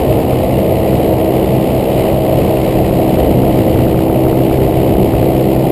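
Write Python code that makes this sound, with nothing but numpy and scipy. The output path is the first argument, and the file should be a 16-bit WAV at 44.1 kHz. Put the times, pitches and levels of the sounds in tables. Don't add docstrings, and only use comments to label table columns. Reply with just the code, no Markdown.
import sys
import numpy as np
from scipy import signal
from scipy.fft import rfft, irfft, next_fast_len
from scipy.io import wavfile
from scipy.ndimage import map_coordinates

SR = 44100
rng = np.random.default_rng(int(sys.argv[2]) if len(sys.argv) > 2 else 0)


def persist_wave(psi):
    counts = np.round(np.clip(psi, -1, 1) * 32767).astype(np.int16)
    wavfile.write(sys.argv[1], SR, np.atleast_2d(counts).T)


def boost(x):
    u = np.asarray(x, float) / 20
    return 10 ** u


N = 251811
TIME = np.arange(N) / SR
# t/s, pulse peak/dB
SLAP_PULSES = [(2.911, 0), (3.173, -5), (3.436, -2), (3.760, -4), (3.868, -3), (3.945, -2), (4.099, -.5),
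               (4.268, -1.5), (4.3295, -3), (4.513, -1.5), (4.590, -4), (4.955, -7), (5.0405, -4),
               (5.138, -1.5), (5.581, -4)]


def unit(x):
    return x / np.sqrt(np.mean(x ** 2) + 1e-20)


def curves(rows):
    s, *columns = np.transpose(rows)
    return [np.interp(TIME, s, column) for column in columns]


def wobble(knots_per_s):
    knots = rng.standard_normal(int(TIME[-1] * 200) + 4)
    return map_coordinates(knots, [TIME * min(knots_per_s, 200)])


def bumps(rows):
    return sum(db * np.exp(-((TIME - s) / half_s) ** 2) for s, half_s, db in rows)


def coloured(x, spectrum):
    size = next_fast_len(N + 8192)
    hz, db = np.transpose(spectrum)
    bin_hz = np.fft.rfftfreq(size, 1 / SR)
    gain = boost(np.interp(np.log(bin_hz + 1), np.log(hz + 1), db))
    return unit(irfft(rfft(x, size) * gain, size)[:N])


def tones(turns, orders, dips, ring, ring_db, waver_db, waver_turns):
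    place, first, last = np.transpose(dips)
    depth = first[:, None] + (last - first)[:, None] * TIME / TIME[-1]
    turning_s = np.clip(TIME - 3.1, -1.5, 1.4)
    out = np.zeros(N)
    for n, level, drift_db_per_s in orders:
        level_db = level + drift_db_per_s * turning_s + waver_db * wobble(4.093) + ring_db * (n == ring)
        dip_phase = np.angle(np.exp(-2j * np.pi * n * place) @ depth)
        phase = 2 * np.pi * (n * turns + waver_turns * wobble(4.89)) + dip_phase
        out -= np.sqrt(2) * boost(level_db) * np.cos(phase)
    return out


def machine(passes):
    # multiple, rms level/dB, drift as the wing turns/(dB/s)
    blade_tones = [(1, -30, .3), (2, -21.3, 1.2), (3, -26, .2), (4, -28, 1.1), (5, -18.3, 0), (6, -24, 2.4),
                   (7, -27, -1.5), (8, -27, -.8), (9, -35, 2), (10, -30, -1.5), (11, -30, .8), (12, -38, 1),
                   (13, -38, 0), (14, -42, .4), (15, -51, 0), (16, -45, .4), (17, -48, 0), (18, -57, -1),
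                   (19, -52, -.7), (21, -59, 0)]
    # multiple, rms level/dB, drift as the wing turns/(dB/s)
    firing_tones = [(1, -29, -.3), (2, -39, .6), (3, -34, 0), (4, -31, .6), (5, -27, 0), (6, -41, 1.4),
                    (7, -43, .5), (8, -50, -2), (10, -57, -2)]
    spokes = [(.125, .15, .45), (.315, .35, .9), (.49, .55, .45), (.72, .6, .25), (.87, .1, .25)]
    port = [(.83, 1, 1)]
    # t/s, half length/s, change/dB
    frame_ring = [(.35, 0.38, -8), (1.05, .25, 2), (2.1, 1, -2.5), (4.4, 0.59, 2)]
    # t/s, half length/s, change/dB
    exhaust_ring = [(.9, 0.095, -5), (2.2, .9, 2.5), (5.3, .4, -10.5)]
    firings_per_pass = 1.924
    prop = tones(passes, blade_tones, spokes, 5, bumps(frame_ring), waver_db=1.1, waver_turns=0.013)
    exhaust = tones(firings_per_pass * passes, firing_tones, port, 5, bumps(exhaust_ring),
                    waver_db=3.0, waver_turns=0.015)
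    shading = 1 + 0.29 * np.cos(2 * np.pi * passes)
    return prop + exhaust * shading


def air(passes):
    # t/s, wind level/dB, tip swish level/dB
    air_levels = [(0.0, -18.5, -31.5), (0.3, -21, -33), (1.1, -21, -33), (1.3, -25, -33),
                  (1.8, -21.5, -32.5), (1.97, -21.5, -30), (2.2, -26, -34), (2.45, -17, -31.5),
                  (2.58, -25, -31), (2.8, -17, -32), (3.05, -23.5, -32.5), (3.2, -17.5, -30.5),
                  (3.4, -20.5, -33.5), (3.8, -14.5, -32), (4.05, -20, -34.5), (4.6, -21, -32.5),
                  (4.95, -15, -34), (5.15, -15.5, -33), (5.4, -25, -33.5), (5.71, -26, -33.5)]
    # f/Hz, relative density/dB
    gust_spectrum = [(10, -40), (25, -15), (60, -2.5), (100, 0.5), (160, -6.5), (300, -56), (600, -90)]
    buffet_spectrum = [(40, -50), (90, -37), (160, -0.5), (250, -3.5), (400, -6), (800, -38), (1600, -88)]
    wash_spectrum = [(100, -13), (250, -6.5), (450, -1), (640, 1), (730, -4), (980, -17.5), (1200, -27.5),
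                     (1600, -33.5), (2500, -53.5)]
    swish_spectrum = [(600, -18), (1200, -7.5), (1450, -13.5), (1700, -10.5), (1950, -2.5), (2400, -3.5),
                      (3000, -2.5), (3470, -10.5), (4000, -10), (5080, -14.5), (5900, -29.5), (6500, -94)]
    # t/s, half length/s, change/dB
    swells = [(1.88, 0.045, -2), (2.56, 0.074, -9), (3.3, 0.23, 3), (5.03, 0.048, 7), (5.65, 0.076, 3.5)]

    def pulse(lag_passes):
        return np.cos(2 * np.pi * (passes - lag_passes))

    wind_db, tips_db = curves(air_levels)
    gust_db = wind_db + 0.5 + 0.67 * wobble(6)
    buffet_db = -19 + 0.26 * (wind_db - wind_db.mean()) + bumps(swells) + 0.68 * wobble(4.03)
    wash_sinks_db_per_s = 0.11
    wash_db = -16.5 + 0.63 * (tips_db - tips_db.mean()) - wash_sinks_db_per_s * (TIME - TIME.mean())

    noise = rng.standard_normal((4, N))
    gust = coloured(noise[0], gust_spectrum)
    buffet = coloured(noise[3] * boost(2.05 * pulse(.31)), buffet_spectrum)
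    wash = coloured(noise[1] * boost(0.25 * pulse(.35) + 0.26 * wobble(30)), wash_spectrum)

    gate_db = 3.1 * np.tanh(2.2 * pulse(.27))
    puffs_db = 0.16 * wobble(9) + 0.85 * wobble(35) + 0.26 * wobble(190)
    snap = np.diff(np.floor(passes - .45), prepend=-1) * boost(15)
    swish = coloured(noise[2] * boost(gate_db + puffs_db) + snap, swish_spectrum)
    return boost(gust_db) * gust + boost(buffet_db) * buffet + boost(wash_db) * wash + boost(tips_db) * swish


def slaps():
    sigma_s = .00048
    return -sum(boost(db) * np.exp(-.5 * ((TIME - s) / sigma_s) ** 2) for s, db in SLAP_PULSES)


def scene():
    # t/s, blade pass rate f/Hz
    speed = [(0.0, 65.17), (0.6, 65.17), (0.9, 65.29), (1.2, 65.32), (1.5, 65.45), (1.8, 65.63),
             (2.1, 65.97), (2.4, 65.64), (2.7, 65.07), (3.01, 64.83), (3.31, 64.63), (3.91, 64.88),
             (4.21, 65.08), (4.51, 65.44), (4.81, 65.67), (5.11, 65.68), (5.41, 65.57), (5.71, 65.54)]
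    passes = np.cumsum(curves(speed)[0]) / SR
    duck_sigma_s = .002
    ducked = 1 - sum(np.exp(-.5 * ((TIME - s) / duck_sigma_s) ** 2) for s, _ in SLAP_PULSES)
    return (machine(passes) + ducked * air(passes) + slaps())[None]


def top_cut(x):
    return signal.sosfilt(signal.butter(12, 16550, fs=SR, output="sos"), x)


def record(dry):
    hold_hz, top_hz = 12000, 15270
    lopsided = dry[0] - 0.048 * (dry[0] ** 2 - np.mean(dry[0] ** 2))
    places = np.arange(int(N * hold_hz / SR) + 2) * SR / hold_hz
    slow = map_coordinates(lopsided, [places], mode="nearest")
    held = np.repeat(np.clip(slow, -1, 1), 4)
    y = signal.resample_poly(held, 147, 160)[:N]
    band_limit = signal.ellip(14, .005, 60, top_hz, fs=SR, output="sos")
    y = signal.sosfiltfilt(band_limit, y)
    return top_cut(y[None])


dry = scene()
out = record(dry)
persist_wave(out)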